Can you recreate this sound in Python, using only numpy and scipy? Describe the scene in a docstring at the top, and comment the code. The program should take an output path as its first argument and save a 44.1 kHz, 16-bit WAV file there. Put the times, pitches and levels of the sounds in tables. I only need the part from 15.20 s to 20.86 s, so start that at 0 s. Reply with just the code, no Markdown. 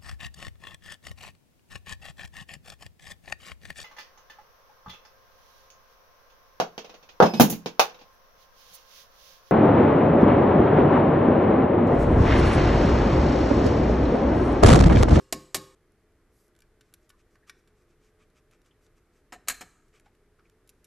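"""Quiet workshop, close to a brake caliper: a hammer taps a steel punch, then its ring and echo break off abruptly.
Pliers twist the pin with ticks, rubs and squeaks until the pad spring jumps out and rattles down.
Impacts are noisy cracks plus decaying modes of the struck object; rubs and squeaks are filtered noise.
The room answers every sound; a low rumble, a far machine's hum and microphone hiss lie beneath.
"""
import sys
import numpy as np
from scipy import signal
from scipy.fft import rfft, irfft
from scipy.io import wavfile
from scipy.ndimage import uniform_filter1d

SR = 44100
rng = np.random.default_rng(int(sys.argv[2]) if len(sys.argv) > 2 else 0)


def amplitude_ratio(level_db):
    """Convert a level in decibels to the matching linear amplitude (field) ratio."""
    exponent = np.asarray(level_db, float) / 20
    return 10 ** exponent


def output_pcm(signal):
    """Save a mono or channel-first signal as 16-bit PCM at the path in sys.argv[1].

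    Samples are clipped to [-1, 1] before scaling.
    """
    pcm = np.clip(np.atleast_2d(signal).T, -1, 1) * 32767
    wavfile.write(sys.argv[1], SR, np.round(pcm).astype(np.int16))


N = 249606

# Impacts of hammer, spring and pliers: start_s, level_db (before band colour and tilt),
# tilt_db_per_octave (hardness), crack_t60_s
BLOWS = [(-.097, -26.5, -0.29, 0.075), (0.1246, -21, 0.092, 0.049), (0.3448, -20, 0.57, 0.075)]
SPRING_HITS = [(4.1225, -47.5, -3, 0.074), (4.126, -46, -1, 0.094), (4.136, -53, -3.5, 0.091),
               (4.145, -55, 0, 0.026), (4.2745, -46.5, -1.5, 0.086), (4.2835, -18, 4, 0.037),
               (4.297, -28.5, 1.4, 0.089), (4.3025, -32, 3, 0.052), (4.343, -49, 1.7, 0.06),
               (4.409, -42, -0.4, 0.052), (4.4125, -43.5, -1, 0.087), (4.419, -61, -6, 0.074)]
TICKS = [(.7194, -71, 4, .015), (1.3513, -62.5, -0.5, 0.011), (1.3634, -65, .1, .02),
         (1.3894, -58.5, 0.5, 0.013), (1.4044, -60.5, 3.5, 0.018), (1.4202, -55.5, -1.5, 0.021),
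         (1.6092, -58, -1.8, 0.041), (1.7264, -68, -2.1, 0.018), (1.7384, -48.5, 4, 0.025),
         (1.8924, -64, 6.2, 0.058), (1.9016, -51, -3, 0.025), (2.155, -64.5, -8, 0.029),
         (2.2955, -41.5, -3.5, 0.033), (2.2995, -62.5, -9, 0.017), (2.4744, -67, -1, 0.065),
         (3.6644, -66.5, -2, .026), (4.6814, -74, 1.5, 0.042), (4.7974, -58, -0.5, 0.017),
         (4.8074, -74, 8, .013), (4.8594, -68, -9, 0.05), (5.194, -70, -9, 0.035),
         (5.2974, -61.5, -0.5, 0.014), (5.4744, -66, 6, 0.037), (5.4919, -53, 4.5, .035),
         (5.6431, -58.5, 4.5, 0.044)]
# Edges of the four crack bands of each kind: edge_hz
BLOW_EDGES_HZ = (220, 1000, 3000, 8500, 15000)
SPRING_EDGES_HZ = (220, 1100, 3000, 8500, 15000)
TICK_EDGES_HZ = (600, 2400, 4900, 9000, 15000)
# Tone colour of each kind, one offset per band: level_db
BLOW_COLOUR_DB = (-6, -5, -1.5, -4.5)
SPRING_COLOUR_DB = (-6, 0.5, -2, -5.5)
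TICK_COLOUR_DB = (-8, -1, -1, -4)
# Ringing modes of the caliper, the plate the spring strikes and the pliers: pitch_hz, level_db, t60_s
CALIPER_MODES = [(60, -3, .45), (105, -7, .35), (150, -7, .3), (210, -8, .25), (255, -5, .3), (307, 1, .43),
                 (345, -6, .4), (391, 0, .5), (430, -3, .3), (517, -3, .55), (580, -7, .3), (656, -1, .13),
                 (760, -5, .12), (851, -15, .6), (1093, 1, .38), (1217, -12, .5), (1560, -6, .08),
                 (1730, -3, .2), (1850, -4, .1), (2240, -5, .16), (2805, -10, .2), (3898, -7, .13),
                 (4247, -14, .2), (4592, -12, .14), (4990, -7, .11), (5572, -9, .15), (6610, -11, .2),
                 (7100, -7, .13), (7784, -13, .15), (8258, -11, .12), (11130, -17, .15), (11900, -12, .08)]
PLATE_MODES = [(45, -5.5, 0.41), (130, -17.5, 0.19), (267.6, -6.5, .12), (523, -18, .12), (731, 0, 0.2),
               (1280, -3, 0.09), (1660, -4.5, 0.18), (1804, -5, 0.22), (1906, -19, .15), (2244, -8, 0.13),
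               (2960, -24, .11), (3860, -22.5, .15), (4096, -8, 0.19), (4235, -18.5, 0.37),
               (4500, -7, 0.14), (5200, -6.5, 0.063), (6200, -5, 0.086), (6600, -6.5, 0.078),
               (6960, -6, .1), (7150, -4.5, 0.11), (7820, -5, .12), (8340, -9.5, .15), (11900, -14.5, 0.11),
               (13400, -12, .1)]
PLIERS_MODES = [(1144, 8, 0.086), (1496, 11, 0.096), (1730, 7, 0.15), (2280, 0.5, 0.11), (2860, -7, 0.11),
                (3690, -5.5, 0.051), (4160, -20, 0.048), (5690, -0.5, 0.03), (7270, 1.5, 0.023),
                (10300, -9, 0.046), (11350, -5, 0.02)]
# The pin turning in its bore, a hand brushing past: middle_s, half_length_s,
# level_db (before band colour, tilt and swell), tilt_db_per_octave
RUBS = [(1.205, 0.11, -79.5, 10.5), (1.67, 0.062, -79, 0), (1.84, .04, -78, 1), (2.0, .026, -71.5, -1),
        (2.135, 0.042, -77.5, 2.5), (2.288, 0.023, -61.5, 0.5), (2.391, 0.024, -76.5, 3.5),
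        (2.6, 0.06, -78, 1.5), (2.71, 0.04, -76.5, -0.5), (2.856, 0.062, -73, -0.2),
        (3.018, 0.037, -71, -3), (3.174, .033, -70, -0.5), (3.338, 0.033, -70.5, -2),
        (3.47, 0.034, -72.5, -0.5), (3.645, 0.039, -73.5, 3.3), (3.778, 0.022, -74, 1.2),
        (3.966, 0.051, -75, 0.8), (4.759, .035, -66, -2.3), (4.868, 0.029, -75.5, -3),
        (5.194, .025, -83, -3.5), (5.26, 0.026, -79, -3.7), (5.599, .025, -84.5, 4.5)]
# Edges of the three rub bands: edge_hz
RUB_EDGES_HZ = (1000, 3300, 8500, 14000)
# Tone colour of the rubs, one offset per band: level_db
RUB_COLOUR_DB = (-1.5, -3, -11)
# Resonances of the rubbed pin: pitch_hz, level_db
BORE_MODES = [(1200, 0), (2400, -6), (4900, -8), (6000, -4.5), (7500, -10.5), (11500, -7)]
# Brief squeaks of the pin slipping: start_s, pitch_hz, level_db (rms before the swell), half_length_s
SQUEAKS = [(1.925, 1117, -66, .045), (2.151, 1800, -70, 0.029), (2.225, 1760, -68.5, 0.049),
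           (3.51, 3040, -66, 0.016), (4.861, 800, -61.5, 0.0316), (5.189, 1268, -62.5, .025),
           (5.25, 2290, -67, 0.025)]
# The workshop's answer to a click: band_centre_hz, level_db (energy), t60_s
ROOM_BANDS = [(162, -18.5, 0.23), (267, -24, 0.24), (560, -35, 0.45), (1210, -31.5, 0.95),
              (1852, -28.5, 0.53), (3370, -27.5, 0.57), (5100, -24.5, 0.34), (7000, -28.5, 0.74),
              (10500, -27.5, 0.47), (13444, -31.5, 0.38)]
# Spectrum of the building's rumble: pitch_hz, level_db_per_hz (relative)
AIR_SPECTRUM = [(13, -23), (24, 5.5), (34, -1.5), (97, -6.5), (243, -13.5), (429, -11), (548, -20.5),
                (627, -20.5), (867, -23.5), (940, -25), (1230, -22), (2000, -24.5), (2770, -33.5),
                (5740, -43), (12200, -53), (14000, -54.5)]
# Tones of the far machine: pitch_hz, level_db (rms)
HUM_TONES = [(274.5, -87.5), (339.1, -79.5), (366.1, -83), (409.1, -81.5), (430.7, -77.5), (500.6, -86),
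             (613.7, -85.5)]

CUT_S = .551  # the hammer's sound is gone from here on
LEAD = SR // 5  # samples of sound before the start
AIR_DB, AIR_SIDE_DB = -65.5, -22  # rms; stereo side against the middle
HUM_WIDTH_HZ = 7.3
SIDE_DB, ROOM_SIDE_DB = -24.5, -21.5  # side level of the early scatter (before its treble tilt), of the echo
DAMPED_WIDTH, BETWEEN_MODES_DB = 0.028, -7  # hump half-width as a share of the pitch; floor between humps
RISE_S, CRACK_GRAIN_DB = .0002, 2.2  # time constant of the crack's onset; unevenness of its grains
PIVOT_HZ = 4000  # tilt turns about this pitch
FAINT_DB, FAINT_SPREAD_DB, FAINT_TILT_DB, FAINT_T60_S = -72.5, 5, 0, .025  # stray faint ticks
SQUEAK_WIDTH = 0.091  # share of the pitch, to either side
THUMP_DB, THUMP_S = -12, 0.0016  # peak against the blow's level; contact time
OVERLOAD, ROLL_OFF_HZ = 0.44, 12800  # amplitude limit of the microphones; start of their treble loss
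HISS_DB, HISS_LOW_HZ, HISS_TOP_HZ = -81.5, 1505, 12900
TOP_HZ = 16300


def band(x, low_hz, high_hz):
    """Steep band-pass."""
    sos = signal.butter(3, [low_hz, min(high_hz, .45 * SR)], "band", fs=SR, output="sos")
    return signal.sosfilt(sos, x)


def below(x, top_hz):
    """Brick-wall low-pass."""
    return signal.sosfilt(signal.ellip(8, .2, 60, top_hz, fs=SR, output="sos"), x)


def unit(x):
    """Scale to rms 1."""
    return x / np.sqrt(np.mean(x ** 2))


def fade(t60, size):
    """Exponential decay, 60 dB in t60 (3 ms at the least)."""
    return np.exp(-np.log(1000) * np.arange(size) / SR / max(t60, .003))


def add(track, s, sound):
    """Mix a sound in at time s."""
    i = int(s * SR) + LEAD
    track[i:i + len(sound)] += sound[:len(track) - i]


def split(x, edges_hz):
    """Neighbouring bands, each at rms 1."""
    return [unit(band(x, low, high)) for low, high in zip(edges_hz, edges_hz[1:])]


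def band_centres(edges_hz):
    """Geometric middle of each band, in Hz."""
    return np.sqrt(np.multiply(edges_hz[1:], edges_hz[:-1]))


def colour(edges_hz, colour_db, db, tilt_db):
    """Level of each band: harder contacts tilt towards the treble, softer ones towards the bass."""
    octaves = np.log2(band_centres(edges_hz) / PIVOT_HZ)
    return db + np.array(colour_db) + tilt_db * octaves


def grit(grain_db, size):
    """Noise of tiny contacts, a few much bigger than the rest."""
    return rng.standard_normal(size) * amplitude_ratio(grain_db * rng.exponential(size=size))


def humps(x, hz, mode_db, width):
    """While parts touch, the modes are damped into broad humps that colour the noise of the contact."""
    f = np.fft.rfftfreq(len(x), 1 / SR)
    resonances = amplitude_ratio(mode_db) / (1 + ((f - hz) / (width * hz)) ** 2)
    shape = amplitude_ratio(BETWEEN_MODES_DB) + np.sum(resonances, axis=0)
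    return irfft(shape * rfft(x), len(x))


def rumble():
    """Broadband noise of the building, shaped by its spectrum."""
    f = np.maximum(np.fft.rfftfreq(N, 1 / SR), 1)
    hz, db = np.transpose(AIR_SPECTRUM)
    shape = amplitude_ratio(np.interp(np.log(f), np.log(hz), db))
    return amplitude_ratio(AIR_DB) * unit(irfft(shape * rfft(rng.standard_normal(N)), N))


def machine_hum():
    """Far machine: narrow noise bands, heard as wavering tones."""
    hum = np.zeros(N)
    for hz, db in HUM_TONES:
        tone = band(rng.standard_normal(N), hz - HUM_WIDTH_HZ / 2, hz + HUM_WIDTH_HZ / 2)
        hum += amplitude_ratio(db) * unit(tone)
    return hum


def workshop():
    """Rumble and far hum, nearly alike in both ears; a weak unrelated rumble widens them."""
    mid = below(rumble() + machine_hum(), HISS_TOP_HZ)
    return mid + amplitude_ratio(AIR_SIDE_DB) * rumble() * np.array([[1], [-1]])


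def room(dry):
    """Diffuse echo, each band dying at its own rate; the side gets a weak unrelated echo and early scatter."""
    echo = np.zeros((2, SR))
    for hz, db, t60 in ROOM_BANDS:
        tail = band(rng.standard_normal((2, SR)), hz / 1.4, hz * 1.3) * fade(t60, size=SR)
        echo += amplitude_ratio(db) * unit(tail) / np.sqrt(SR)
    mid, side = signal.fftconvolve(dry[None], echo, axes=1)[:, :len(dry)]
    scatter = unit(rng.standard_normal(1600) * fade(.03, size=1600)) / 40  # energy 1
    # the early scatter at the sides is tilted towards the treble
    scatter = signal.lfilter([1, -.45], 1, scatter)
    early = signal.fftconvolve(dry, scatter)[:len(dry)]
    side = amplitude_ratio(ROOM_SIDE_DB) * side + amplitude_ratio(SIDE_DB) * early
    return np.array([dry + mid + side, dry + mid - side])[:, LEAD:]


def rubs():
    """Dense grit through the pin's resonances, swelling and dying with each turn of the wrist."""
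    track = np.zeros(N + LEAD)
    hz, mode_db = np.transpose(BORE_MODES)[:, :, None]
    layers = split(humps(grit(grain_db=2.5, size=N), hz, mode_db, width=0.094), RUB_EDGES_HZ)
    for middle_s, half_s, db, tilt_db in RUBS:
        levels_db = colour(RUB_EDGES_HZ, RUB_COLOUR_DB, db, tilt_db)
        start, size = int((middle_s - half_s) * SR), int(2 * half_s * SR)
        sound = sum(amplitude_ratio(level) * layer[start:start + size] for level, layer in zip(levels_db, layers))
        add(track, middle_s - half_s, sound * np.hanning(size) ** 0.5)
    return track


def squeaks():
    """Slip noise caught by one narrow resonance, quick to start, slow to die."""
    track = np.zeros(N + LEAD)
    for s, hz, db, half_s in SQUEAKS:
        u = np.arange(int(2 * half_s * SR)) / (half_s * SR)  # runs from 0 to 2
        noise = band(rng.standard_normal(SR // 5), hz * (1 - SQUEAK_WIDTH), hz * (1 + SQUEAK_WIDTH))
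        swell = np.sqrt(u) * np.exp(-3 * u) * 3
        add(track, s, amplitude_ratio(db) * unit(noise[-len(u):]) * swell)  # the end of the noise, filter settled
    return track


def strike(events, edges_hz, colour_db, modes, ring_db, detune, rattle_db, bloom_s, size):
    """Each impact is a rattling crack in four bands; its colour sets how hard each mode of the object rings."""
    track = np.zeros(N + LEAD)
    hz, mode_db, t60 = np.transpose(modes)[:, :, None]
    t = np.arange(size) / SR
    log_centres = np.log(band_centres(edges_hz))
    dying = np.array([fade(d, size) for d in t60[:, 0]])
    # the blow takes a moment to spread through the whole object
    bloom = 1 - np.exp(-t / max(bloom_s, 1e-4))
    for s, db, tilt_db, crack_t60 in events:
        levels_db = colour(edges_hz, colour_db, db, tilt_db)
        contact = (1 - np.exp(-t / RISE_S)) * fade(crack_t60, size)
        layers = split(humps(grit(CRACK_GRAIN_DB, size), hz, mode_db, DAMPED_WIDTH), edges_hz)
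        crack = sum(amplitude_ratio(level) * layer for level, layer in zip(levels_db, layers))
        strength, shift, phase = rng.standard_normal((3, len(hz), 1))
        # loose neighbours touch and let go, so each mode swells and chokes as it dies
        steps = np.repeat(rng.standard_normal((len(hz), size // 500)), 500, axis=1)
        loose = uniform_filter1d(steps, size=500)
        drive_db = np.interp(np.log(hz), log_centres, levels_db)
        gain = amplitude_ratio(ring_db + mode_db + drive_db + 1.3 * strength + rattle_db * loose)
        tones = np.sin(2 * np.pi * (hz * (1 + detune * shift) * t + phase))
        ring = np.sum(gain * dying * tones, axis=0)
        add(track, s, crack * contact + ring * bloom)
    return track


def faint_ticks(count):
    """A few barely heard ticks at random moments after the hammer has broken off."""
    when = rng.uniform(CUT_S, N / SR, count)
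    chance = rng.standard_normal((count, 2))
    return [(s, FAINT_DB + FAINT_SPREAD_DB * a, FAINT_TILT_DB * b, FAINT_T60_S)
            for s, (a, b) in zip(when, chance)]


def pliers():
    """Small steel ticks, with short rings of the pliers' own modes."""
    return strike(TICKS + faint_ticks(count=6), TICK_EDGES_HZ, TICK_COLOUR_DB, PLIERS_MODES, ring_db=-20.5,
                  detune=0.03, rattle_db=5, bloom_s=0.00061, size=7000)


def spring():
    """The pad spring jumps out and rattles down, ringing plate modes that chatter strongly."""
    return strike(SPRING_HITS, SPRING_EDGES_HZ, SPRING_COLOUR_DB, PLATE_MODES, ring_db=-17.5,
                  detune=0.0103, rattle_db=9.5, bloom_s=0.00047, size=14000)


def thumps():
    """Each blow shoves the whole hub once: a short rounded push."""
    track = np.zeros(N + LEAD)
    for s, db, *_ in BLOWS:
        add(track, s, amplitude_ratio(db + THUMP_DB) * np.hanning(int(THUMP_S * SR)))
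    return track


def hammer():
    """Blows on the punch: cracks that set the heavy caliper ringing, each with its push."""
    ringing = strike(BLOWS, BLOW_EDGES_HZ, BLOW_COLOUR_DB, CALIPER_MODES, ring_db=-19.0,
                     detune=0.0015, rattle_db=4, bloom_s=.005, size=30000)
    return ringing + thumps()


def scene():
    """Hammer first, its ring and echo chopped off; then the pliers and spring, all over the workshop air."""
    before_cut = np.clip((CUT_S - np.arange(N) / SR) / 0.00284, 0, 1)  # 2.84 ms ramp down
    plier_work = spring() + pliers() + rubs() + squeaks()
    return room(hammer()) * before_cut + room(plier_work) + workshop()


def top_cut(x):
    """Nothing passes above the cut-off."""
    return signal.sosfilt(signal.butter(12, 16410, fs=SR, output="sos"), x)


def record(dry):
    """The microphones round the loudest peaks, dull the top treble and each adds its own thin hiss."""
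    rounded = OVERLOAD * np.tanh(dry / OVERLOAD)
    dulled = signal.sosfilt(signal.butter(6, ROLL_OFF_HZ, fs=SR, output="sos"), rounded)
    noise = band(rng.standard_normal(dry.shape), HISS_LOW_HZ, SR / 2)
    hiss = amplitude_ratio(HISS_DB) * unit(below(noise, HISS_TOP_HZ))
    mix = below(dulled + hiss, TOP_HZ)
    return top_cut(mix)


dry = scene()
out = record(dry)
output_pcm(out)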